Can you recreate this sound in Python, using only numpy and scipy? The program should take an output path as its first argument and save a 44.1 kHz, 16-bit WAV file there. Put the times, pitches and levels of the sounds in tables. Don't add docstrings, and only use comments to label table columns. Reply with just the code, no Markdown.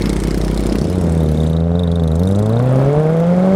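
import sys
import numpy as np
from scipy import signal
from scipy.fft import rfft, irfft
from scipy.io import wavfile
from scipy.ndimage import uniform_filter1d

SR = 44100
rng = np.random.default_rng(int(sys.argv[2]) if len(sys.argv) > 2 else 0)


def put_to_file(sound):
    columns = np.atleast_2d(sound).T
    safe = np.clip(columns, -1, 1)
    whole_steps = np.round(safe * 32767)
    wavfile.write(sys.argv[1], SR, whole_steps.astype(np.int16))


def how_loud(loudness_db):
    steps = np.asarray(loudness_db, float) / 20
    return 10 ** steps


N = 156555
T = np.arange(N) / SR
HZ = np.fft.rfftfreq(N, 1 / SR)


def column(table, order):
    rows = np.array(table, float)
    return np.interp(T, rows[:, 0], rows[:, order])


def colour(x, points, fall_db=-30, turn=0.):
    f, db = np.transpose(points)
    octave = np.log2(HZ + 1)
    above_top = np.maximum(octave - np.log2(f[-1]), 0)
    shape_db = np.interp(octave, np.log2(f), db) + fall_db * above_top
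    rumble_cut = (HZ / (HZ + 12)) ** 2
    return irfft(rfft(x) * how_loud(shape_db) * rumble_cut * np.exp(-1j * turn), N)


def evened(x):
    return x / np.sqrt(np.mean(x ** 2) + 1e-20)


def smooth_noise(shape, size, axes):
    return evened(uniform_filter1d(uniform_filter1d(rng.standard_normal(shape), size, axes[0]), size, axes[1]))


def firings(rate, start):
    turns = start + np.cumsum(rate) / SR
    at = np.flatnonzero(np.diff(np.floor(turns))) + 1
    return at, (turns[at] % 1) * SR / rate[at]


def train(at, part, size):
    out = np.zeros(N)
    out[at - 1], out[at] = size * part, size * (1 - part)
    return out


def ring(x, hz, width):
    return signal.lfilter(*signal.iirpeak(hz, hz / width, SR), x)


def four():
    # (time [s], rate [firings/s])
    crank_speed = [(0, 51.69), (.77, 52.1), (.86, 86.87), (.95, 91.15), (1.08, 83.44), (1.33, 76.46),
                   (1.8, 87.17), (2.0, 83.75), (2.11, 78.37), (2.3, 96.99), (2.5, 109.93), (2.65, 126.96),
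                   (2.84, 135.65), (2.95, 148.83), (3.2, 166.66), (3.35, 179.11), (3.55, 194.89)]
    # (time [s], boom [dB], bark [dB], one-cylinder lead [dB], roar [dB])
    ride = [(0, -18.5, -35, -11, -43.5), (.7, -17, -26.5, 12, -25), (.85, -21.5, -21, -7, -36.5),
            (1.1, -15, -17.5, 0, -28.5), (1.4, -16.5, -17.5, 0, -35.5), (1.8, -16, -17, 5, -28.5),
            (2.1, -15, -18.5, 0, -33), (2.35, -14, -14, 0, -29.5), (2.6, -12.5, -14, 13, -24.5),
            (2.8, -9.5, -9.5, 4, -20), (3.0, -14, -8, -2, -24), (3.3, -10.5, -7, 2, -25.5),
            (3.55, -11, -3, -1.5, -23)]
    cylinders = [0.0007, -0.44, 0.2, -0.027]
    # (frequency [Hz], level [dB])
    pipe = [(165, 4.5), (260, -8), (345, -26), (430, -6), (600, -13.5), (800, -26), (960, -41), (1450, -37)]
    # (frequency [Hz], level [dB])
    roar_tone = [(60, -30), (200, -5.5), (600, 6), (950, -6), (1500, -19.5), (2600, -24), (5000, -39),
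                 (15000, -79)]
    # (frequency [Hz], width [Hz], level [dB])
    casing_rings = [(1113, 160, -14.5), (1350, 270, -17.5), (3290, 260, -29.5), (4400, 100, -48)]
    start, hunt_turns = .1, .022
    uneven_db, drift_db, puff_db = 1.3, .8, 1.5
    puff_s, boom_delay_s = .002, .0013

    hunt = smooth_noise(N, 2500, (0, 0))
    rate = column(crank_speed, 1) + hunt_turns * SR * np.gradient(hunt)
    at, part = firings(rate, start)
    odd = rng.standard_normal((len(at), 3))
    angle = 2 * np.pi * (start + np.cumsum(rate) / SR)

    lead_db = column(ride, 3)[at] * np.resize(cylinders, len(at))
    size = how_loud(uneven_db * odd[:, 0] + lead_db)
    pulses = train(at, part, size * SR / rate[at]) - 1 - 2 * np.cos(angle)
    bark = colour(pulses / np.sqrt(2), [(40, -22)] + pipe, fall_db=-28, turn=1.63)
    bark = bark * how_loud(column(ride, 2))

    boom_db = column(ride, 1) + drift_db * np.interp(np.arange(N), at, odd[:, 2])
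    boom = np.sqrt(2) * np.cos(angle - .3 - 2 * np.pi * rate * boom_delay_s) * how_loud(boom_db)

    puff_clicks = train(at, part, size * how_loud(puff_db * odd[:, 1]))
    puff = signal.lfilter([1], [1, -np.exp(-1 / (puff_s * SR))], puff_clicks)
    air = (.35 + puff) * rng.standard_normal(N)
    casing = sum(ring(air, hz, width) * how_loud(db) for hz, width, db in casing_rings)
    roar = evened(colour(air, roar_tone) + casing) * how_loud(column(ride, 4))
    return boom + bark + roar


def spit(at, part, gate, shot_db):
    # (frequency [Hz], level [dB])
    hiss_tone = [(700, -6.5), (1800, -1), (2600, -6.5), (5000, -2), (7000, -8.5), (9200, -4), (11500, -13),
                 (15500, -19.5)]
    # (time [s], loss per band below the top [dB])
    turn_away = [
        (0, -0.5),
        (.8, -0.5),
        (1.1, 3.5),
        (1.6, 13),
        (2.3, 6),
        (3.55, 3),
    ]
    colour_db = 3.5
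    air = colour(rng.standard_normal(N), hiss_tone)
    lost_db = column(turn_away, 1)[at]
    shot = shot_db * rng.standard_normal(len(at))
    edges = np.geomspace(700, 16500, 7)
    hiss = np.zeros(N)
    for k in range(6):
        band = irfft(rfft(air) * (HZ >= edges[k]) * (HZ < edges[k + 1]), N)
        band_db = shot + colour_db * rng.standard_normal(len(at)) - lost_db * max(4 - k, 0)
        hiss += signal.oaconvolve(train(at, part, how_loud(band_db)), gate)[:N] * band
    return hiss / air.std()


def single(speed, start, effort, shield_hz, shield_width_hz):
    # (frequency [Hz], level [dB])
    thump_tone = [(25, -34), (60, 8), (130, 2), (250, 6.5), (450, -2.5), (800, -37.5), (1500, -32),
                  (4000, -46)]
    shot_db, shake_db, spit_s = 1.5, .83, .0021
    at, part = firings(column(speed, 1), start)
    odd = rng.standard_normal((len(at), 2))
    thump = colour(train(at + 40, part, how_loud(shot_db * odd[:, 0])), thump_tone, turn=0.41)

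    t = T[:3000]
    gate = (t / spit_s * np.exp(1 - t / spit_s)) ** 2.7
    hiss = spit(at, part, gate, shot_db)

    shake = signal.oaconvolve(train(at, part, how_loud(shake_db * odd[:, 1])), gate)[:N]
    shake = shake * rng.standard_normal(N)
    rung = ring(ring(shake, shield_hz, shield_width_hz), shield_hz, 3 * shield_width_hz)
    return (40 * thump * how_loud(column(effort, 1)) + hiss * how_loud(column(effort, 2))
            + 3 * evened(rung) * how_loud(column(effort, 3) - 24))


def first_neighbour():
    # (time [s], rate [firings/s])
    speed_curve = [(0, 34.2), (.3, 32.29), (.9, 30.78), (1.1, 31.84), (1.45, 33.89), (1.8, 29.28),
                   (1.9, 24.75), (2.1, 24.38), (2.25, 28.41), (2.55, 30.51), (2.95, 28.85), (3.55, 32.16)]
    # (time [s], thump [dB], spit [dB], ring [dB])
    effort_curve = [(0, -3, -32, -26.5), (.4, -3.5, -33.5, -30), (.75, -3, -32, -50), (1.1, -8, -47, -42),
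                    (1.45, -9, -36, -40), (1.65, -32, -52, -61), (2.0, -39, -62, -55),
                    (2.3, -10.5, -33, -55), (2.55, -17, -33, -65), (2.85, -17, -39.5, -35),
                    (3.55, -31, -44.5, -33.5)]
    return single(speed_curve, .634, effort_curve, shield_hz=2146, shield_width_hz=140)


def second_neighbour():
    # (time [s], rate [firings/s])
    speed_curve = [(0, 26.63), (.2, 28.44), (.33, 27.7), (.55, 32.06), (.85, 35.15), (1.2, 36.7),
                   (1.37, 34.51), (1.6, 26.59), (1.7, 26.75), (1.82, 24.37), (2.3, 25.85), (2.55, 28.41),
                   (2.8, 28.68), (3.55, 27)]
    # (time [s], thump [dB], spit [dB], ring [dB])
    effort_curve = [(0, -9.5, -22, -24.5), (.4, -17, -26, -43), (.8, -8, -29.5, -38),
                    (1.2, -17.5, -31, -35), (1.5, -23, -37, -24), (1.6, -38, -40, -25),
                    (1.66, -31, -51, -41), (1.8, -38, -38.5, -24), (2.3, -22, -29.5, -27.5),
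                    (2.55, -38, -57, -27), (2.7, -22, -42, -44), (3.55, -29, -58, -40)]
    return single(speed_curve, .491, effort_curve, shield_hz=3696, shield_width_hz=240)


def walls(x):
    echo_t60, first_echo_s = .032, .004
    t = T[:9000]
    sparse = rng.standard_normal(9000) * (rng.random(9000) < .02)
    taps = sparse * how_loud(-60 * t / echo_t60) * (t > first_echo_s)
    return signal.oaconvolve(x, taps / np.linalg.norm(taps))[:N]


def street():
    # (frequency [Hz], level [dB])
    wash_tone = [(20, -23), (45, 0), (250, -2), (700, -13.5), (1500, -24), (2700, -31.5), (8500, -38),
                 (15000, -58)]
    # (time [s], wash [dB], brightness [dB])
    traffic = [
        (0, -19, 0),
        (.7, -24.5, 3.5),
        (1.1, -24, 1),
        (1.45, -24, 0),
        (1.65, -29.5, -5),
        (2.2, -23.5, -6.5),
        (2.8, -22.5, -7),
        (3.55, -28, 2.5),
    ]
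    hz, t, z = signal.stft(colour(rng.standard_normal(N), wash_tone), SR, nperseg=512)
    patches = smooth_noise(z.T.shape, 6, (0, 1)).T
    treble = np.clip(np.log2(hz / 1200 + 1e-9), 0, 1)[:, None]
    bright_db = np.interp(t, T, column(traffic, 2)) * treble
    wash = signal.istft(z * how_loud(2.0 * patches + bright_db), SR, nperseg=512)[1][:N]
    usual = np.sqrt(2 * np.sum(abs(z) ** 2) / len(t))
    return wash / usual * how_loud(column(traffic, 1))


def scene():
    # (frequency [Hz], level [dB])
    side_tone = [(30, -32), (150, -34), (700, -40), (2500, -24.5), (8000, -32.5), (15000, -20)]
    echo_db = -7
    others = first_neighbour() + second_neighbour()
    mid = four() + others + how_loud(echo_db) * walls(others) + street()
    side = colour(signal.windows.tukey(N, .02) * walls(mid), side_tone)
    return mid + np.outer([1, -1], side)


def roll_off(x):
    return signal.sosfilt(signal.butter(12, 15850, fs=SR, output="sos"), x)


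def record(dry):
    limited = 1.141 * np.tanh(dry / 1.452)
    edge = signal.firwin(401, 15800, window=("kaiser", 8), fs=SR)
    padded = np.pad(limited, ((0, 0), (len(edge) // 2,) * 2), "reflect")
    return roll_off(signal.oaconvolve(padded, edge[None], "valid"))


dry = scene()
out = record(dry)
put_to_file(out)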